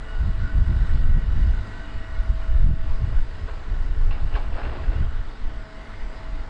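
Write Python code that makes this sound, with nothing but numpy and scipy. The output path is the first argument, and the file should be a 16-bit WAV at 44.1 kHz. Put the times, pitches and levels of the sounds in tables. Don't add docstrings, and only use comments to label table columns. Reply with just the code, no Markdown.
import sys
import numpy as np
from scipy import signal
from scipy.fft import rfft, irfft, next_fast_len
from scipy.io import wavfile
from scipy.ndimage import uniform_filter1d, minimum_filter1d, map_coordinates

SR = 44100
rng = np.random.default_rng(int(sys.argv[2]) if len(sys.argv) > 2 else 0)


def voltage_ratio(level):
    return 10 ** (np.asarray(level, float) / 20)


def put_to_file(sound):
    columns = np.atleast_2d(sound).T
    safe = np.clip(columns, -1, 1)
    whole_steps = np.round(safe * 32767)
    wavfile.write(sys.argv[1], SR, whole_steps.astype(np.int16))


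N = 286341


def unit(x):
    return x / np.sqrt(np.mean(x ** 2) + 1e-20)


def curves(rows):
    s, *cols = np.transpose(rows)
    return [np.interp(np.arange(N) / SR, s, c) for c in cols]


def wobble(rate):
    at = np.arange(0, N + 32, 32)
    knots = rng.standard_normal(int(N * rate / SR) + 4)
    return np.interp(np.arange(N), at, map_coordinates(knots, [at * rate / SR]))


def filtered(x, response):
    m = next_fast_len(N + SR // 2)
    return irfft(rfft(x, m) * response(np.fft.rfftfreq(m, 1 / SR)), m)[:N]


def coloured(x, spectrum):
    f, db = np.transpose(spectrum)
    return unit(filtered(x, lambda hz: voltage_ratio(np.interp(np.log(hz + 1), np.log(f + 1), db))))


def resonances(modes):
    def response(f):
        total = 0
        for k, (centre, width, db) in enumerate(modes):
            damping = 1j * f * width
            total = total + (-1) ** k * voltage_ratio(db) * damping / (centre * centre - f * f + damping)
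        return total
    return response


def steadied(x, share):
    x = unit(x)
    size = np.abs(signal.hilbert(x, next_fast_len(len(x)))[:len(x)])
    return unit(x / (size + 0.73) ** share)


def swell(s, length_s, rise_s, fall_s):
    t = np.arange(N) / SR - s
    rise = np.sin(np.pi / 2 * np.clip(t / rise_s + .5, 0, 1)) ** 2
    return rise * np.exp(-np.clip(t - length_s, 0, None) / fall_s * 2)


def patchy(depth_db):
    z = signal.stft(rng.standard_normal(N), nperseg=512)[2]
    field = uniform_filter1d(rng.standard_normal(z.shape), 6, axis=0)
    field = uniform_filter1d(field, 14, axis=1)
    return signal.istft(z * voltage_ratio(depth_db * unit(field)), nperseg=512)[1][:N]


def tone(turns, waver_db):
    level = np.sqrt(2) * voltage_ratio(waver_db * wobble(8.4))
    return level * np.sin(2 * np.pi * turns + 1.91 * wobble(5))


def air(x):
    return signal.sosfilt(signal.butter(5, 4600, fs=SR, output="sos"), x)


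def pit(x):
    t = np.arange(SR // 2) / SR
    tail = signal.lfilter([.4], [1, -.6], rng.standard_normal(len(t))) * voltage_ratio(-60 * t / 0.38)
    delayed = np.pad(x, (600, 0))
    return signal.fftconvolve(delayed, tail / np.linalg.norm(tail))[:N]


# centre_s, level_db (before the pulse envelope), pitch_hz
EDDY_THUMPS = [(0.213, -16, 60), (0.251, -16, 55), (.62, -7.5, 60), (0.765, -11, 60.3), (1.044, -6.5, 48.6),
               (1.185, -13.5, 100), (1.288, -8.5, 52.6), (1.427, -10.5, 38.1), (1.964, -19, 40),
               (2.2, -11.5, 35), (2.3, -13.5, 35), (2.5, -9, 40), (2.555, -5, 40.5), (2.642, -6, 33),
               (2.662, -21.5, 150), (2.675, -15.5, 130), (2.694, -18, 140), (2.713, -13, 109.5),
               (2.735, -15, 121), (2.899, -15.5, 49.96), (3.023, -24, 120), (3.041, -9, 65.5),
               (3.165, -13, 37.97), (4.362, -20.5, 32), (4.89, -14, 35)]


def thumps():
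    out, t = np.zeros(N + SR), np.arange(-SR // 10, SR // 10) / SR
    for s, db, hz in EDDY_THUMPS:
        pulse = np.sin(2 * np.pi * hz * t) * np.exp(-(1.92 * hz * t) ** 2)
        out[round(s * SR) - SR // 10:][:len(t)] -= voltage_ratio(db) * pulse
    return out[:N]


# start_s, length_s, strength_db,
# quickness_db (how much small fast eddies gain on the large)
WIND_GUSTS = [(0, 0.0087, -22.5, -3), (0.125, 0.079, -24, -3), (0.183, 0.092, -21, 5.5),
              (0.258, 0.19, -21.5, 3.5), (0.408, 0.041, -27, 0), (0.524, 0.11, -19.5, 8),
              (0.638, 0.15, -20, 9), (0.786, 0.063, -15.5, 0), (0.895, 0.19, -16.5, 3.5),
              (1.07, .06, -10, -4), (1.148, 0.041, -18.5, 9.5), (1.23, 0.25, -20.5, 6),
              (1.324, 0.14, -26, 7), (1.471, 0.14, -23, 3.5), (1.66, 0.17, -32.5, 2),
              (1.949, 0.028, -18.5, -1.5), (2.088, 0.14, -27.5, -2.5), (2.274, 0.079, -17.5, -3.5),
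              (2.4, 0.056, -27.5, -5), (2.504, 0.051, -11.5, -21), (2.594, 0.078, -9.5, -6),
              (2.655, 0.072, -21, 10.5), (2.777, 0.17, -18.5, -3), (3, 0.13, -19, 2.5),
              (3.121, 0.11, -19.5, -6.5), (3.325, 0.12, -23.5, -0.5), (3.509, 0.1, -30, 3.5),
              (3.673, 0.24, -19, -2), (3.966, 0.18, -17.5, -2), (4.214, 0.033, -15, -3.5),
              (4.331, 0.023, -14.5, -7.5), (4.422, 0.32, -24, -1), (4.78, 0.12, -22, 4),
              (4.94, 0.1, -19.5, 6), (5.021, 0.047, -24, 0), (5.116, 0.14, -23.5, -9),
              (5.402, 0.17, -25.5, -6.5), (6.001, 0.084, -27.5, -27), (6.212, 0.22, -27, -4)]
# frequency_hz, level_db
BUFFET_SPECTRUM = [(4.7, -31.5), (8.0, 9.5), (33, 7), (90, -20), (120, -16), (200, -120)]
FLUTTER_SPECTRUM = [(29, -36), (50, 0.5), (90, -6), (130, -21), (170, -46.5), (290, -120)]
RASP_SPECTRUM = [(80, -26), (125, 0.5), (200, -10), (280, -17.5), (420, -26.5), (560, -54), (990, -120)]
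GUST_RISE_S, GUST_FALL_S = .07, 0.097
BREEZE_DB, BREEZE_QUICK_DB = -35.5, -7.5
FLUTTER_DB, RASP_DB = -9.5, -23.5
FLUTTER_GROWS, RASP_GROWS = 0.93, 1.23


def gust_size(shapes, grows):
    db, quick_db = np.transpose(WIND_GUSTS)[2:]
    gusts = voltage_ratio(db + grows * quick_db) ** 2 @ shapes ** 2
    return np.sqrt(gusts + voltage_ratio(BREEZE_DB + grows * BREEZE_QUICK_DB) ** 2)


def wind():
    shapes = np.array([swell(s, length_s, GUST_RISE_S, GUST_FALL_S) for s, length_s, _, _ in WIND_GUSTS])
    eddy = wobble(20)
    buffet = steadied(coloured(rng.standard_normal(N), BUFFET_SPECTRUM), share=0.21)
    flutter = steadied(coloured(rng.standard_normal(N), FLUTTER_SPECTRUM), share=0.13)
    rasp = coloured(voltage_ratio(1.4 * wobble(35)) * rng.standard_normal(N), RASP_SPECTRUM)
    push = gust_size(shapes, 0) * voltage_ratio(1.0 * eddy) * buffet
    push += gust_size(shapes, FLUTTER_GROWS) * voltage_ratio(FLUTTER_DB + 2.4 * eddy) * flutter
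    push += gust_size(shapes, RASP_GROWS) * voltage_ratio(RASP_DB + 1.8 * eddy) * rasp
    push += thumps()
    return push / (1 + (push / .43) ** 4) ** (1 / 4)


# pitch_hz, width_hz, level_db
STEEL_MODES = [(482, 94, -3), (670, 85, 6), (838, 46, 1.5), (1065, 75, 4.5), (1510, 77, -2),
               (1640, 53, 4.5), (1940, 150, -11.5), (2280, 41, 1.5), (2710, 240, -4), (3180, 103.4, -6),
               (4000, 140, -12.5), (4350, 100, -1)]


def through_steel(x, direct):
    ring = resonances(STEEL_MODES)
    return filtered(x, lambda hz: direct + ring(hz))


# start_s, level_db (before touch and steel), t60_s, centre_hz,
# spread (band edge over centre; narrow = one mode rings out)
STONE_BLOWS = [(3.482, -36, 0.15, 550, 2.7), (4.01, -39.5, 0.049, 900, 1.8),
               (4.106, -34.5, 0.081, 2550, 1.34), (4.107, -32.5, 0.051, 1065, 1.2),
               (4.12, -37.5, 0.2, 1700, 2.2), (4.148, -45, .06, 2200, 1.6),
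               (4.176, -40.5, 0.21, 1000, 1.53), (4.339, -37, 0.077, 3000, 1.1),
               (4.349, -29.5, 0.03, 1640, 1.13), (4.352, -32, 0.14, 1470, 3.1),
               (4.36, -31, 0.066, 1065, 1.21), (4.368, -36, 0.086, 670, 1.3), (4.39, -42, 0.073, 810, 1.1),
               (4.435, -38, 0.041, 1065, 1.2), (4.518, -39, 0.068, 450, 2), (4.538, -43, .07, 880, 1),
               (4.525, -44, 0.11, 2600, 1.1), (4.553, -36.5, 0.085, 480, 1.5),
               (4.565, -38, 0.078, 1300, 1.5), (4.59, -42, .12, 2500, 2), (4.646, -42, .1, 2600, 1.2),
               (4.575, -33, 0.09, 500, 2.3), (4.597, -34.5, 0.083, 895.6, 1.4),
               (4.612, -36, 0.064, 1192, 1.4), (4.63, -35, .06, 1400, 1.6), (4.655, -35, 0.06, 1400, 1.34),
               (4.665, -35, 0.063, 600, 1.9), (4.69, -45, 0.059, 895, 2.5), (4.72, -39, .07, 800, 1.5),
               (4.782, -38.5, 0.086, 1065, 0.96), (4.792, -46, 0.14, 650, 0.92),
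               (4.835, -37, 0.056, 700, 2.4), (4.86, -41, .05, 1190, 2), (4.915, -38, 0.055, 800, 1.3),
               (4.954, -47, 0.06, 700, 2.8)]


def stones():
    t, rattle = np.arange(SR // 4) / SR, np.zeros(N + SR)
    touch = 1 + 1.5 * voltage_ratio(-60 * t / .02)
    onset = 1 - np.exp(-t / 0.0018)
    for s, db, t60, centre_hz, spread in STONE_BLOWS:
        spread = max(spread, 1.03)
        band = signal.butter(2, [centre_hz / spread, centre_hz * spread], "band", fs=SR, output="sos")
        noise = signal.sosfilt(band, rng.standard_normal(2 * len(t)))[len(t):]
        decay = voltage_ratio(db - 60 * t / t60)
        rattle[round(s * SR):][:len(t)] += decay * onset * touch * steadied(noise, share=.9)
    return through_steel(rattle[:N], direct=.3)


# start_s, length_s, level_db
SOIL_SCRAPES = [(3.462, 0.034, -47), (4.085, 0.055, -50), (4.325, 0.022, -39.5), (4.52, 0.035, -42),
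                (4.565, 0.066, -42), (4.666, 0.031, -43.5), (4.736, 0.16, -47), (4.892, 0.13, -51.5)]
# frequency_hz, level_db
SOIL_SPECTRUM = [(120, -39), (200, -12.5), (285, 0.5), (324, -6.5), (364, -2), (1510, -12), (4260, -26.5),
                 (6000, -36), (7800, -82), (13200, -120)]


def soil():
    grains = (rng.random(N) < 700 * voltage_ratio(3 * wobble(40)) / SR) * rng.standard_normal(N)
    crunch = coloured(unit(grains) + .45 * rng.standard_normal(N), SOIL_SPECTRUM)
    crunch = unit(through_steel(crunch, direct=3.7))
    slide = sum(voltage_ratio(db) * swell(s, length_s, rise_s=0.065, fall_s=0.12) for s, length_s, db in SOIL_SCRAPES)
    return slide * voltage_ratio(1.2 * wobble(45)) * crunch


# time_s, pitch_hz, level_db (both jittered)
TOOTH_SQUEAL = [(4.76, 2680, -72), (4.8, 2640, -64), (4.88, 2600, -62), (4.93, 2700, -61.5),
                (5.0, 2940, -61), (5.03, 3060, -65), (5.065, 3220, -65), (5.09, 3400, -75)]


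def squeal():
    pitch_hz, level_db = curves(TOOTH_SQUEAL)
    sample = np.arange(N)
    dragging = (sample > TOOTH_SQUEAL[0][0] * SR) & (sample < TOOTH_SQUEAL[-1][0] * SR)
    turns = np.cumsum(pitch_hz + 35 * wobble(90)) / SR
    return dragging * voltage_ratio(level_db + 2 * wobble(45)) * np.sqrt(2) * np.sin(2 * np.pi * turns)


def bucket():
    return stones() + soil() + squeal()


def piston_strokes(load, away):
    free_hz, droop_hz, late_droop_hz = 220.16, 3.5, 6.2
    return np.cumsum(free_hz - (droop_hz + (late_droop_hz - droop_hz) * away) * load) / SR


def combustion(firing):
    size = voltage_ratio(1.1 * rng.standard_normal(int(firing[-1]) + 1))[firing.astype(int)]
    phase = firing % 1
    burst = size * (1 - np.exp(-phase / 0.069)) * np.exp(-phase / 0.43)
    crack = unit(size * np.diff(np.floor(firing), prepend=0))
    return burst, crack


# frequency_hz, level_db
ROAR_SPECTRUM = [(60, -30), (95, 5), (125, -6), (170, -8), (275, -2.5), (400, -9.5), (900, -9.5),
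                 (2100, -15.5), (2400, -18.5), (5000, -25), (5500, -32), (8200, -37), (8800, -45),
                 (10600, -53), (13000, -99.5)]


def exhaust_roar(burst):
    return coloured((1 + 0.082 * burst) * patchy(depth_db=1.5), ROAR_SPECTRUM)


# pitch_hz, width_hz (for one of two passes), level_db (relative)
BLOCK_MODES = [(1013, 100, 1), (1388, 120, 3), (1498, 138, 4.5), (1754, 85, -1.5), (1908, 140, 2),
               (2158, 150, -10), (2902, 67, -2), (3744, 480, -13), (4700, 160, -16), (7550, 1300, -27)]
UPPER_DB, SWUNG_UPPER_DB = 1.5, -1.1


def block_knock(burst, crack, away):
    modes = []
    for hz, width, db in BLOCK_MODES:
        push = unit(burst * rng.standard_normal(N)) + .7 * crack
        mode = resonances([(hz, width, 0)])
        modes.append(voltage_ratio(db) * filtered(push, lambda f: mode(f) ** 2))
    return unit(sum(modes[:3]) + voltage_ratio(UPPER_DB + SWUNG_UPPER_DB * away) * sum(modes[3:]))


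# multiple of the shaft speed, level_db (at full load, before the swing)
ENGINE_ORDERS = [(2, -43.5), (4, -51), (6, -56.5), (12, -56), (48, -60.5)]


def engine_tones(shaft, load, away):
    change_db = -1.5 * away + 6.5 * (load - 1.0)
    return sum(voltage_ratio(db + change_db) * tone(k * shaft, waver_db=4.0) for k, db in ENGINE_ORDERS)


# multiple of the shaft speed, level_db (before the swing and the firing bursts)
GEAR_TONES = [(60.6, -60.5), (62.6, -60.5), (78.9, -67), (80.9, -68), (119.2, -72.5), (121.2, -72.5)]


def gears(shaft, burst, shaded):
    total = 0
    for k, db in GEAR_TONES:
        turns = k * shaft + .25 * wobble(45)
        total = total + voltage_ratio(db - 8.5 * shaded) * tone(turns, waver_db=5.5) * (1 + .5 * burst)
    return total


# multiple of the piston rate, level_db
PUMP_HARMONICS = [(1, -57.5), (4, -64), (5, -61.5), (6, -61.5), (8, -65), (10, -72), (12, -73)]
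SECOND_DB, SECOND_LOAD_DB, THIRD_DB, THIRD_LOAD_DB = -56, -6.5, -61.5, 12


def pump_whine(strokes, load):
    whine = voltage_ratio(SECOND_DB + SECOND_LOAD_DB * load) * tone(2 * strokes, waver_db=2.5)
    whine += voltage_ratio(THIRD_DB + THIRD_LOAD_DB * load) * tone(3 * strokes, waver_db=.6)
    for k, db in PUMP_HARMONICS:
        whine += voltage_ratio(db) * tone(k * strokes + .1 * wobble(25), waver_db=2.5)
    return whine


# frequency_hz, level_db
HISS_SPECTRUM = [(5500, -64), (7000, -8.5), (7800, 4), (8400, -9.5), (9500, -1), (10500, -14), (12000, -63)]


def cooling_hiss(burst, away):
    level_db = -78.5 - 4.5 * away + 3.0 * wobble(2.8) + 1.5 * wobble(7)
    return voltage_ratio(level_db) * coloured((1 + burst) * patchy(depth_db=5.0), HISS_SPECTRUM)


def whistle(away):
    return away * voltage_ratio(-91) * tone(7870 * np.arange(N) / SR, waver_db=4)


def late_fan(burst):
    late = np.clip((np.arange(N) / SR - 5.4) / 0.36, 0, 1)
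    band = resonances([(2050, 210, 0)])
    return late * voltage_ratio(-57) * unit(filtered((1 + burst) * rng.standard_normal(N), lambda f: band(f) ** 2))


# time_s, share (0-1)
HYDRAULIC_LOAD = [(0, 0.48), (.3, 0.64), (.9, 0.56), (1.3, 0.37), (1.8, 0.54), (2.1, 0.91), (2.5, 0.99),
                  (2.95, 0.77), (3.3, 0.25), (4.0, 0.11), (4.3, 0.54), (4.8, 0.84), (5.05, .2), (5.45, 0.1),
                  (5.6, 0.98), (5.78, 0.81), (5.95, 0.41), (6.3, 0.95), (6.49, 0.51)]
# time_s, level_db
AIR_CARRY = [(0, -1), (.3, -0.1), (.6, -0.6), (.9, 1.3), (1.1, 0), (1.5, 1.2), (2.0, -0.7), (2.4, -1.2),
             (3.0, 0), (3.4, 1), (3.8, -1), (4.4, 0.4), (5.1, 0.1), (5.5, -1), (5.9, -0.2), (6.49, -0.4)]
SWING_S, SWING_LENGTH_S = 2.9, .8
ROAR_DB, SWUNG_ROAR_DB = -44.5, -0.53
KNOCK_DB, SWUNG_KNOCK_DB = -5.5, -2.5


def machine():
    t = np.arange(N) / SR
    load, = curves(HYDRAULIC_LOAD)
    carry_db, = curves(AIR_CARRY)
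    away = np.clip((t - SWING_S) / SWING_LENGTH_S + .5, 0, 1)
    shaded = np.clip((t - 1.9) / 1.5, 0, 1)
    strokes = piston_strokes(load, away)
    shaft = strokes / 9
    burst, crack = combustion(2 * shaft)
    roar_db = ROAR_DB + SWUNG_ROAR_DB * away + carry_db + .4 * wobble(12)
    knock_db = KNOCK_DB + SWUNG_KNOCK_DB * shaded + 0.5 * wobble(5.1)
    body = exhaust_roar(burst) + voltage_ratio(knock_db) * block_knock(burst, crack, away)
    tones = engine_tones(shaft, load, away) + gears(shaft, burst, shaded) + pump_whine(strokes, load)
    return voltage_ratio(roar_db) * body + tones + cooling_hiss(burst, away) + whistle(away) + late_fan(burst)


def scene():
    dig = air(bucket())
    return (wind() + dig + voltage_ratio(-11.5) * pit(dig) + machine())[None]


def roll_off(x):
    return signal.sosfilt(signal.butter(12, 10790, fs=SR, output="sos"), x)


def record(dry):
    threshold_db, ratio = -15, .45
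    average_s, hold_s, hold_shift_s, smooth_s = .05, .1, .04, .1
    lag_s = .05
    power = np.abs(uniform_filter1d(dry[0] ** 2, size=round(average_s * SR)))
    loud_db = 10 * np.log10(power + 1e-12)
    need_db = -ratio * np.clip(loud_db - threshold_db, 0, None)
    held_db = minimum_filter1d(need_db, size=round(hold_s * SR), origin=round(hold_shift_s * SR))
    gain_db = uniform_filter1d(held_db, size=round(smooth_s * SR))
    mix = dry * voltage_ratio(np.pad(gain_db, (round(lag_s * SR), 0))[:N])
    ceiling = .405
    mix = np.clip(mix, -ceiling, ceiling)
    return roll_off(mix)


dry = scene()
out = record(dry)
put_to_file(out)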